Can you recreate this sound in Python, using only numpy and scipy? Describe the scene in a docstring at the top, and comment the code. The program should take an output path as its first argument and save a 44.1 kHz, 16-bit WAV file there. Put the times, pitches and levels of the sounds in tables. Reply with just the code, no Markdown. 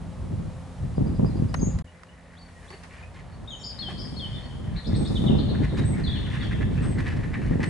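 """A park lawn on a breezy day

A small bird whistles in the trees to the left; others add thin high calls, scattered by the trees.
Turbulent wind buffets the microphone ports and fingers tick on the case. Coots and ducks tear at the
grass, fibre by snapping fibre, while a far engine hums under the town's murmur and a soft hiss. The
sound breaks off for an instant and resumes in a lull, from which the wind builds again."""
import sys
import numpy as np
from scipy import signal
from scipy.fft import rfft, irfft, next_fast_len
from scipy.io import wavfile
from scipy.ndimage import uniform_filter1d, map_coordinates

SR = 44100
rng = np.random.default_rng(int(sys.argv[2]) if len(sys.argv) > 2 else 0)


def digitize_waveform(pressure):
    """Quantize a signal to 16-bit integers and store it at the path in sys.argv[1].

    Rows of a 2-D input are taken as channels; values are limited to [-1, 1].
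    """
    field = np.atleast_2d(pressure).T
    bounded = np.clip(field, -1, 1)
    quanta = np.round(bounded * 32767).astype(np.int16)
    wavfile.write(sys.argv[1], SR, quanta)


N = 339129

# Hard eddies. Each row: start in seconds, peak in dB, flutter time in seconds, tilt in dB per octave.
HARD_EDDIES = [(0.981, -10.5, 0.015, 0), (1.008, -14, 0.13, -14), (1.062, -18, 0.013, -2),
               (1.196, -8.5, 0.025, -6), (1.229, -9.5, 0.12, -9), (1.247, -12, .015, 3),
               (1.297, -17.5, 0.026, -12), (1.357, -18, .02, -13), (1.397, -14.5, 0.017, -18),
               (1.423, -11, 0.024, -7), (1.63, -12, 0.049, -2), (1.672, -16, .03, -8),
               (4.932, -14, 0.034, -4), (5.026, -16.5, 0.033, -12), (5.147, -14, 0.016, -16),
               (5.241, -11.5, 0.022, 6.5), (5.274, -15.5, 0.056, -10), (5.298, -10.5, 0.057, -7),
               (5.333, -14, 0.018, -14), (5.352, -12, 0.046, -6), (5.392, -16.5, 0.026, -1),
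               (7.511, -11.5, 0.055, -7), (7.556, -14.5, 0.035, -9), (7.596, -15, 0.053, -4)]
# A nearly level, fading note. Every note shape holds a pitch path in semitones at even steps,
# a vibrato depth in Hz and a level change through the note in dB.
LEVEL_SHAPE = ([-0.49, 0, -0.37], 42, -9)


def amp(db):
    """Amplitude grows tenfold for every 20 dB."""
    return 10 ** (np.asarray(db) / 20)


def unit(x):
    """Division by the rms gives a signal unit power."""
    return x / np.sqrt(np.mean(x ** 2) + 1e-20)


def along(points, hz):
    """Interpolation between (Hz, value) points on a logarithmic frequency axis."""
    knots_hz, values = np.transpose(points)
    return np.interp(np.log(hz + 1), np.log(knots_hz + 1), values)


def curve(*tables):
    """Linear interpolation of (seconds, value) points gives one value a sample."""
    seconds, values = np.vstack(tables).T
    return np.interp(np.arange(N) / SR, seconds, values)


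def wobble(rate, size=N):
    """Smooth random modulation: a spline through `rate` Gaussian knots a second."""
    knots = rng.standard_normal(int(size * rate / SR) + 4)
    return map_coordinates(knots, [np.arange(size) * rate / SR])


def filtered(x, response):
    """Linear filtering multiplies the spectrum by a frequency response."""
    size = next_fast_len(x.shape[-1] + SR // 4)
    return irfft(rfft(x, size) * response(np.fft.rfftfreq(size, 1 / SR)), size)[..., :x.shape[-1]]


def add(track, start, sound):
    """Superposition: a sound adds to the track from `start` seconds on."""
    part = track[..., round(start * SR):][..., :sound.shape[-1]]
    part += sound[..., :part.shape[-1]]


def spread(pair, alike):
    """Sum and difference of two independent signals give left and right with correlation `alike`."""
    angle = np.arccos(np.clip(alike, -1, 1)) / 2
    mid, side = np.cos(angle) * pair[0], np.sin(angle) * pair[1]
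    return np.array([mid + side, mid - side])


def rush(spectrum, alike):
    """Spectral shaping turns white noise into coloured stereo noise of unit power."""
    white = spread(rng.standard_normal((2, N)), alike)
    return unit(filtered(white, lambda hz: amp(along(spectrum, hz))))


def ring(spectrum, tilt_db=0, size=1024):
    """A body's minimum-phase impulse response follows from its spectrum, here tilted above 1 kHz."""
    hz = np.fft.rfftfreq(size, 1 / SR)
    cepstrum = irfft(np.log(amp(along(spectrum, hz) + tilt_db * np.log2(1 + hz / 1000))))
    cepstrum[1:size // 2] *= 2  # folding onto positive time makes the response causal
    cepstrum[size // 2 + 1:] = 0
    response = irfft(np.exp(rfft(cepstrum)))
    return response / np.linalg.norm(response)


def echo(x, t60_scale):
    """Diffuse scattering from trunks and foliage gives a decaying tail, different on each side."""
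    # Decay among trees. Each row: frequency in Hz, reverberation time in seconds before scaling.
    decay_times = [(500, 0.1), (3500, 0.73), (5000, 0.55), (8000, 0.62)]
    hz, t, noise = signal.stft(rng.standard_normal((2, SR)), SR, nperseg=256)
    t60 = t60_scale * along(decay_times, hz)[:, None]
    tail = signal.istft(noise * amp(-60 * t / t60), SR, nperseg=256)[1]
    return signal.fftconvolve(x[None], tail / np.linalg.norm(tail[0]), axes=1)[:, :N]


def wind():
    """Convected turbulence: rumble and faster eddies cross the left port first, then the right."""
    # Wind before and after the break. Each row: time in seconds, strength in dB.
    gusts = [(0.0, -33.5), (0.16, -39), (0.22, -31.5), (0.44, -30), (.65, -45.5), (.78, -42), (.83, -28.5),
             (.955, -35.5), (1.0, -25), (1.176, -29.5), (1.225, -24), (1.342, -28.5), (1.414, -25.5),
             (1.5, -31), (1.62, -24.5), (1.82, -32)]
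    breeze = [(1.86, -73), (3.52, -37.5), (3.56, -45.5), (3.94, -33.5), (4.54, -36), (4.62, -32),
              (4.78, -32), (4.81, -46), (4.881, -26.5), (5.01, -24.5), (5.06, -27.5), (5.3, -22),
              (5.66, -26), (5.84, -23.5), (6.33, -28), (6.76, -23.5), (7.14, -27.5), (7.59, -26),
              (7.69, -25.5)]
    # Choppiness. Each row: time in seconds, gain in dB given to the eddies and taken from the rumble.
    choppiness = [(0, -1), (1.8, -2), (2.7, 0), (4, 3), (4.7, -1), (5.35, 0.5), (5.8, 0), (6.6, -0.2),
                  (7.69, 0)]
    # Spectra of slow and fast turbulence. Each row: frequency in Hz, relative level in dB.
    rumble_spectrum = [(15, -42), (30, -8.5), (60, -1.5), (125, -1.5), (180, -5.5), (260, -21.5),
                       (500, -45.5), (1000, -91)]
    eddy_spectrum = [(60, -47), (130, -5.5), (220, 0), (310, -7), (450, -14.5), (700, -23), (1200, -36.5),
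                     (3000, -52), (8000, -75)]
    stiff_breeze_db, eddy_growth = -26.5, 0.62  # eddies gain this many extra dB per dB of wind
    wake_db, wake_s, transit_s = 3.5, 0.12, 0.00083
    t = np.arange(N) / SR
    strength_db, chop_db = curve(gusts, breeze), curve(choppiness)
    # A hard eddy leaves a short wake of smaller ones.
    wake = np.max([(t >= start) * np.exp(-np.abs(t - start) / wake_s) for start, *_ in HARD_EDDIES], 0)
    eddy_db = strength_db - 5 + chop_db + eddy_growth * (strength_db - stiff_breeze_db) + wake_db * wake
    rumble = unit(amp(1.43 * wobble(14)) * rush(rumble_spectrum, alike=0.78))
    eddies = unit(amp(2.8 * wobble(45) + 1.05 * wobble(11)) * rush(eddy_spectrum, alike=0.28))
    pressure = amp(strength_db - 0.5 - chop_db) * rumble + amp(eddy_db) * eddies + slaps()
    delay_s = transit_s * np.array([[-0.5], [0.5]])
    return filtered(pressure, lambda hz: np.exp(-2j * np.pi * hz * delay_s))


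def town():
    """Far traffic sums incoherently to a low murmur."""
    # The murmur's colour. Each row: frequency in Hz, relative level in dB.
    spectrum = [(25, -8), (55, 16), (100, 7.5), (200, 4), (340, -5), (600, -0.5), (1100, -6), (1600, -13.5),
                (2500, -19.5), (4000, -22), (8000, -41)]
    # Its course. Each row: time in seconds, relative level in dB.
    levels = [(0, -51.5), (1.82, -52), (1.85, -60), (2.75, -56), (4, -52), (7.69, -52)]
    return amp(curve(levels) + 7.5) * rush(spectrum, alike=0.77)


def hiss():
    """Amplitude-modulated noise: soft broadband hiss that swells briefly, as from a camera's zoom motor."""
    # The hiss's colour. Each row: frequency in Hz, relative level in dB.
    spectrum = [(500, -17), (2000, 4.5), (4000, 1.5), (6000, 1.5), (8500, 1.5), (11000, -2.5)]
    # Its course. Each row: time in seconds, relative level in dB.
    levels = [(0, -67.5), (1.7, -65.5), (1.85, -71.5), (2.3, -73), (2.72, -65), (3.23, -72), (4.15, -65),
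              (4.75, -69), (5.15, -59), (5.45, -66.5), (7.69, -68)]
    return amp(curve(levels) + 7) * rush(spectrum, alike=0.55)


def engine():
    """The partials of a far engine drift in pitch together, locked to its slightly unsteady speed."""
    # The hum's partials. Each row: frequency in Hz, relative level in dB.
    partials = [(86.1, -56), (172.3, -57), (258.4, -64), (520, -69)]
    # Its course. Each row: time in seconds, gain in dB.
    gains = [(0, 8.5), (1.8, 12.5), (1.9, 0), (2.4, 0.5), (3, 0.5), (7.69, -12)]
    clock = np.cumsum(1 + 0.0062 * wobble(6)) / SR
    hum = sum(amp(db + 2.06 * wobble(4.93)) * np.sin(2 * np.pi * hz * clock) for hz, db in partials)
    return np.sqrt(2) * amp(curve(gains)) * hum


def whistle(notes, shape, buzz_hz, waver, flutter_db, edge):
    """Frequency modulation: a pure tone follows a pitch path, and fast vibrato adds buzzing sidebands."""
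    voice = np.zeros(N)
    path, depth_hz, change_db = shape
    taper = np.clip(edge + depth_hz / 1000, 0.1, 1)  # buzzier notes swell in more slowly
    for start, length, hz, db in notes:
        size = int(length * SR)
        t = np.arange(size) / SR
        steps = t / length * (len(path) - 1)
        semitones = map_coordinates(np.array(path, float), [steps], mode="nearest")
        buzz = depth_hz * np.sin(2 * np.pi * buzz_hz * t + 1.13 * wobble(88, size))
        pitch = hz * np.exp2(semitones / 12) * (1 + waver * wobble(263.6, size)) + buzz
        swell = np.sqrt(signal.windows.tukey(size, taper))
        level_db = db + change_db * (t / length - 0.5) + flutter_db * wobble(126, size)
        add(voice, start, amp(level_db) * swell * np.sin(2 * np.pi * np.cumsum(pitch) / SR))
    return voice


def far_birds():
    """Beyond the critical distance, notes arrive more by scattering than by the direct path."""
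    # Faint pips. Each row: start in seconds, relative level in dB.
    pip_times = [(.945, -62), (1.055, -61), (1.14, -61), (1.243, -54), (1.352, -55.5), (1.472, -59),
                 (1.58, -61), (1.7, -62)]
    # Level notes. Each row: start and length in seconds, pitch in Hz, relative level in dB.
    notes = [(1.3, 0.035, 4320, -58), (1.87, 0.031, 2950, -61), (1.93, 0.06, 2060, -60),
             (2.085, 0.04, 2960, -59), (2.12, 0.034, 2000, -60), (2.55, .05, 1900, -57),
             (2.9, 0.055, 1920, -60), (2.97, 0.046, 1826, -54), (3.17, 0.027, 2160, -54),
             (2.743, 0.018, 2030, -53), (3.024, 0.02, 2540, -48), (3.32, 0.024, 4490, -58),
             (3.59, 0.054, 5500, -53), (4.338, 0.05, 3590, -43.5), (4.43, 0.0316, 4420, -49),
             (5.78, 0.019, 3830, -42), (5.92, 0.047, 2210, -44.5), (6.065, 0.028, 4540, -49),
             (6.135, 0.071, 4280, -48), (6.395, 0.08, 4450, -51), (6.769, 0.025, 2630, -43.5)]
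    pip_s, pip_hz = 0.0334, 4800
    pips = [(start, pip_s, pip_hz, db) for start, db in pip_times]
    voice = whistle(notes, LEVEL_SHAPE, buzz_hz=110, waver=0.018, flutter_db=1, edge=0.17)
    pip_shape = ([-0.64, 0, 0.84], 110, 2)  # a slight rise, laid out like LEVEL_SHAPE
    voice += whistle(pips, pip_shape, buzz_hz=140, waver=0.012, flutter_db=5.5, edge=0.4)
    return amp(-8) * voice + echo(voice, t60_scale=0.35)


def slaps():
    """A hard eddy strikes the ports as a pressure impulse with a brief flutter after it."""
    # The slap's colour. Each row: frequency in Hz, relative level in dB.
    spectrum = [(40, -20), (130, 4.5), (230, 1), (380, -6.5), (600, -9.5), (1200, -33.5), (3000, -59),
                (9000, -72)]
    track, t = np.zeros(N), np.arange(SR // 20) / SR
    for start, db, t60, tilt_db in HARD_EDDIES:
        flutter = 0.13 * rng.standard_normal(len(t)) * amp(-60 * t / t60)
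        flutter[0] = 1.95  # the impulse
        push = signal.fftconvolve(flutter, ring(spectrum, tilt_db, size=4096))
        add(track, start, amp(db) * push / np.abs(push).max())
    return track


def case_clicks():
    """Structure-borne sound: knocks and rubs, as of fingers on the case, reach each port by its own path."""
    # Each row: start in seconds, relative level in dB, rattle time in seconds, tilt in dB per octave.
    knocks = [(1.542, -20.5, 0.018, 1.5), (1.545, -18.5, 0.031, -4), (1.788, -32, 0.036, 2.5),
              (2.034, -33.5, 0.017, -1.5), (2.704, -35, 0.071, -1), (2.834, -39.5, 0.2, 0.5),
              (6.249, -44, .015, 8)]
    # The case's response. Each row: frequency in Hz, gain in dB.
    case = [(150, -26), (370, -3), (550, -8), (1000, 3), (1400, 0), (2000, -1.5), (3000, -11.5),
            (5000, -11.5), (7000, -20), (11000, -24)]
    track, t = np.zeros((2, N)), np.arange(SR // 10) / SR
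    for start, db, t60, tilt_db in knocks:
        rattle = 0.57 * rng.standard_normal((2, len(t))) * amp(-60 * t / t60)
        rattle[:, 0] = 1.9  # the impact, common to both ports
        add(track, start, amp(db) * signal.fftconvolve(rattle, ring(case, tilt_db)[None], axes=1))
    return track


def high_callers():
    """Thin gliding tones, almost equally strong on both sides, are heard from nearly straight ahead."""
    # Rising and dipping calls. Each row: start and length in seconds, pitch in Hz, relative level in dB.
    rises = [(1.553, 0.062, 6420, -49), (1.605, 0.083, 6590, -41.5), (1.63, 0.085, 7000, -46)]
    dips = [(3.492, 0.058, 6650, -56), (3.549, 0.044, 6740, -55), (3.595, 0.044, 7050, -53),
            (3.64, 0.036, 6900, -49)]
    # Arched calls. Each row: start and length in seconds, relative level in dB.
    arch_times = [(4.954, 0.086, -47), (5.844, 0.089, -43), (6.813, .125, -49.5), (7.65, 0.075, -48)]
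    # Scoops up to a drooping whistle. Each row: start in seconds, relative level in dB.
    scoop_times = [(2.364, -54), (2.672, -53.5)]
    # Note shapes. Each holds a path in semitones, vibrato depth in Hz and level change in dB.
    rise_shape = ([0.58, -0.28, 0, 0.116, 0.061], 61, -8)
    dip_shape = ([1.13, 0.35, -0.29, -0.7], 30, 1)
    arch_shape = ([-0.67, -0.1, 0, -0.16, -1.46], 30, -2)
    scoop_shape = ([-6, -3.6, 0.1, 0.25, 0.05, -0.1, -0.25], 5, 4)
    arch_hz, onset_s, onset_hz = 8290, 0.11, 8200  # each arch starts from a soft level note
    scoop_s, scoop_hz = 0.085, 4490
    arches = [(start, length, arch_hz, db) for start, length, db in arch_times]
    onsets = [(start - onset_s, onset_s, onset_hz, db - 24) for start, _, db in arch_times]
    scoops = [(start, scoop_s, scoop_hz, db) for start, db in scoop_times]
    calls = [(arches, arch_shape), (rises, rise_shape), (dips, dip_shape), (onsets, LEVEL_SHAPE)]
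    voice = sum(whistle(*call, buzz_hz=145, waver=0.0102, flutter_db=1.5, edge=0.56) for call in calls)
    thin = whistle(scoops, scoop_shape, buzz_hz=147, waver=0.002, flutter_db=1, edge=0.3)
    scattered = spread(echo(voice + amp(-3) * thin, t60_scale=0.55), alike=0.6)
    return (voice + thin + amp(0.5) * scattered) * amp([[-0.5], [-1.8]])


def snaps(size, hz, rate):
    """Each breaking grass fibre rings as a damped oscillator with its own pitch and strength."""
    life_cycles, pitch_scatter, uneven_db = 23.3, 0.14, 3.5
    t = np.arange(SR // 200) / SR
    count = int(size * rate / SR) + 1
    pitch, strength = rng.standard_normal((count, 2)).T
    cycles = hz * np.exp(pitch_scatter * pitch)[:, None] * t
    rings = amp(uneven_db * strength[:, None] - 60 * cycles / life_cycles) * np.sin(2 * np.pi * cycles)
    samples = rng.integers(0, size, count)[:, None] + np.arange(len(t))
    return unit(np.bincount(samples.ravel(), rings.ravel(), size)[:size])


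def crackle(size, rate=1500, uneven_db=4.5):
    """Shot noise: splitting blades give dry, wide-band ticks at random times and unequal strengths."""
    # A tick's colour. Each row: frequency in Hz, relative level in dB.
    spectrum = [(300, -6), (700, -2), (1100, 4), (2500, 1.5), (3400, -7.5), (4300, -6), (6000, -11),
                (11000, -20.5)]
    ticks = (rng.random(size) < rate / SR) * rng.choice([-1, 1], size)
    strengths = amp(uneven_db * rng.standard_normal(size))
    return unit(signal.fftconvolve(ticks * strengths, ring(spectrum))[:size])


def grazing():
    """Progressive fracture: a tuft strains, tears in a burst of snaps and trails off in stray ones."""
    # Torn tufts. Each row: start and length in seconds, pitch in Hz, relative level in dB,
    # crackle in dB against the snaps.
    tufts = [(2.629, 0.04, 2000, -57, -8), (2.725, 0.027, 2240, -48.5, -13), (2.901, .14, 2100, -53.5, -7),
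             (3.142, 0.068, 2100, -55.5, -1.5), (3.885, 0.042, 1780, -49, 0),
             (5.551, 0.0076, 1810, -41, -22), (5.632, 0.024, 1970, -41.5, -9),
             (5.772, 0.029, 1770, -42.5, 1.5), (6.264, 0.015, 1880, -43.5, -11),
             (6.357, 0.02, 1870, -39.5, -17.5), (6.424, 0.016, 1850, -42, -14),
             (6.512, 0.024, 1930, -38.5, -15), (6.61, 0.021, 1824, -38.5, -17),
             (6.83, 0.036, 1650, -44.5, -3.5), (6.984, 0.0094, 1870, -39.5, -6),
             (6.998, 0.011, 1950, -34.5, -8), (7.06, 0.031, 1950, -36.5, -9.5),
             (7.103, 0.029, 1880, -45.5, -10), (7.166, 0.0091, 1790, -46, 0),
             (7.235, 0.014, 1930, -37, -22), (7.335, 0.026, 1870, -36, -23), (7.37, 0.016, 1950, -45, -12),
             (7.418, 0.013, 1900, -42.5, -15), (7.518, 0.022, 1880, -44, -19),
             (7.604, 0.019, 1930, -39, -9), (7.63, 0.015, 1890, -31, -8)]
    # The rest of the flock, growing busier. 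Each row: time in seconds, relative level in dB.
    flock_levels = [(0, -70), (1.85, -62.5), (2.8, -62.5), (3.45, -64.5), (4.8, -57.5), (5.6, -57),
                    (6, -50), (7.69, -53.5)]
    # The bill's hollow resonance. Each row: frequency in Hz, gain in dB.
    bill = [(500, 0.5), (1100, 0.5), (1450, -4.5), (1800, -0.5), (1970, -0.5), (2180, -5.5), (2450, -3),
            (3000, -0.5), (4200, -1.5), (8000, -2.5)]
    pull_s, tear_edge_s, stray_s = 0.15, 0.0019, 0.015
    track, size = np.zeros(N), SR // 2
    t = np.arange(size) / SR - pull_s
    for start, length, hz, db, crackle_db in tufts:
        outside_s = np.maximum(np.maximum(-t, t - length), 0)  # time before or after the tear
        burst = snaps(size, hz, rate=1600) + amp(crackle_db) * crackle(size)
        tear = np.exp(-outside_s / tear_edge_s) * burst
        strays = amp(-13) * np.exp(-outside_s / stray_s) * snaps(size, hz, rate=590)
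        add(track, start - pull_s, amp(db) * (tear + strays))
    flock_db = curve(flock_levels) + 3 * wobble(18)
    track += amp(flock_db) * (snaps(N, hz=1920, rate=800) + amp(-6.5) * crackle(N))
    track = signal.fftconvolve(track, ring(bill))[:N]
    return track + amp(-4.5) * spread(echo(track, t60_scale=0.62), alike=0.24)


def duck_grunts():
    """A feeding duck's grunt is a short harmonic series, each overtone weaker than the last."""
    # Each row: start in seconds, level of the fundamental in dB.
    grunts = [(2.705, -49), (3.88, -46.5)]
    length_s, pitch_hz, step_db = 0.054, 382, -3.5
    partials = [(start, length_s, (k + 1) * pitch_hz, db + k * step_db)
                for start, db in grunts for k in range(3)]
    return whistle(partials, LEVEL_SHAPE, buzz_hz=70, waver=0.054, flutter_db=4.5, edge=0.38)


def songbird():
    """Clear whistles, then quick zigzags and slurs, reverberate among near branches and far trees."""
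    # A short high lead, then a long glide. Each row: glide start and length in seconds, lead pitch
    # in Hz and relative level in dB, glide pitch in Hz and relative level in dB.
    two_part = [(3.504, 0.053, 3700, -41.5, 3126, -39.5), (3.817, 0.077, 4300, -37, 3184, -37.5),
                (4.193, .077, 4327, -42.5, 3136, -36.5)]
    # Buzzes and hoarse rasps. Each row: start and length in seconds, pitch in Hz, relative level in dB.
    buzzes = [(3.629, 0.097, 4850, -38.5), (3.972, 0.108, 4935, -42.5)]
    rasps = [(4.756, 0.049, 3960, -42), (5.367, 0.016, 4950, -53), (5.381, 0.028, 4190, -39.5),
             (5.393, 0.02, 3390, -40), (5.486, 0.023, 3950, -38.5)]
    # Kinked upward sweeps and scratchy falls. Each row: start in seconds, relative level in dB.
    sweep_times = [(4.844, -39), (4.938, -38.5), (5.049, -38)]
    zigzag_times = [(5.151, -34.5), (5.262, -35.5)]
    # Slurs. 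Each row: start and length in seconds, pitch in Hz, fall in semitones, relative level in dB.
    slur_notes = [(5.301, 0.012, 2865, 3.3, -39.5), (5.692, 0.03, 3750, 2.1, -43.5),
                  (6.035, 0.021, 4140, 2.6, -37.5), (6.061, 0.025, 3596, 2.7, -35),
                  (6.086, 0.044, 3560, 2.63, -33.5), (6.13, 0.028, 3430, 0.6, -39),
                  (6.154, 0.0267, 3085, 3.9, -38), (6.246, 0.0247, 2970, 2.4, -43),
                  (6.332, 0.032, 2750, 1.3, -44), (6.398, 0.07, 3370, 4.75, -40.5)]
    slur_path = [0.526, 0.162, -0.061, -0.233, -0.5]  # pitch as a share of the fall, at even steps
    # Note shapes. Each holds a path in semitones, vibrato depth in Hz and level change in dB.
    lead_shape = ([-2, 0, 0.2, 0.1, 0, -0.1, 0, 0.6], 15, 1)
    glide_shape = ([3.2, 1.1, 0.6, 0.2, -0.1, -0.4, -0.6, -0.7], 15, -1)
    buzz_shape = ([-1.5, 0.3, 0.36, 0.24, 0.25, -0.5], 280, -1)
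    sweep_shape = ([-4.5, -0.5, -0.5, 3, -0.9, 0.3, 5, 6.5], 160, -5)
    zigzag_shape = ([2, 1.5, -0.3, 1.5, -1.4, -2, -2.5], 70, -1)
    lead_s, sweep_s, sweep_hz, zigzag_s, zigzag_hz = 0.029, 0.033, 3830, 0.032, 3430
    slur_depth_hz, slur_change_db = 85, -1
    leads = [(start - lead_s, lead_s, hz, db) for start, _, hz, db, _, _ in two_part]
    glides = [(start, length, hz, db) for start, length, _, _, hz, db in two_part]
    sweeps = [(start, sweep_s, sweep_hz, db) for start, db in sweep_times]
    zigzags = [(start, zigzag_s, zigzag_hz, db) for start, db in zigzag_times]
    slurs = [([(start, length, hz, db)], (fall * np.array(slur_path), slur_depth_hz, slur_change_db))
             for start, length, hz, fall, db in slur_notes]
    clear = [(leads, lead_shape), (glides, glide_shape), (buzzes, buzz_shape)]
    quick = [(sweeps, sweep_shape), (zigzags, zigzag_shape)] + slurs
    opening = sum(whistle(*part, buzz_hz=190, waver=0.005, flutter_db=1, edge=0.15) for part in clear)
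    close = sum(whistle(*part, buzz_hz=129.7, waver=0.017, flutter_db=2.5, edge=0.17) for part in quick)
    close += whistle(rasps, buzz_shape, buzz_hz=125.4, waver=0.026, flutter_db=0, edge=0.067)
    direct = amp(4) * opening + amp(-2) * close
    branches = echo(amp(2) * opening + amp(0.5) * close, t60_scale=0.39)
    trees = echo(opening + close, t60_scale=2.57)
    return (direct + branches + trees) * amp([[-1], [-4.8]])  # louder on the left


def scene():
    """The pressures of all sources on the lawn add linearly."""
    birds = songbird() + high_callers() + far_birds() + grazing() + duck_grunts()
    return birds + case_clicks() + wind() + town() + hiss() + engine()


def record(dry):
    """A soft-edged gate cuts the sound for an instant, and a low-pass filter limits the band."""
    break_start_s, break_end_s, top_hz = 1.824, 1.844, 11150
    t = np.arange(N) / SR
    gate = uniform_filter1d(1.0 * ((t < break_start_s) | (t > break_end_s)), size=128)
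    return filtered(dry * gate, lambda hz: hz < top_hz)


dry = scene()
out = record(dry)
digitize_waveform(out)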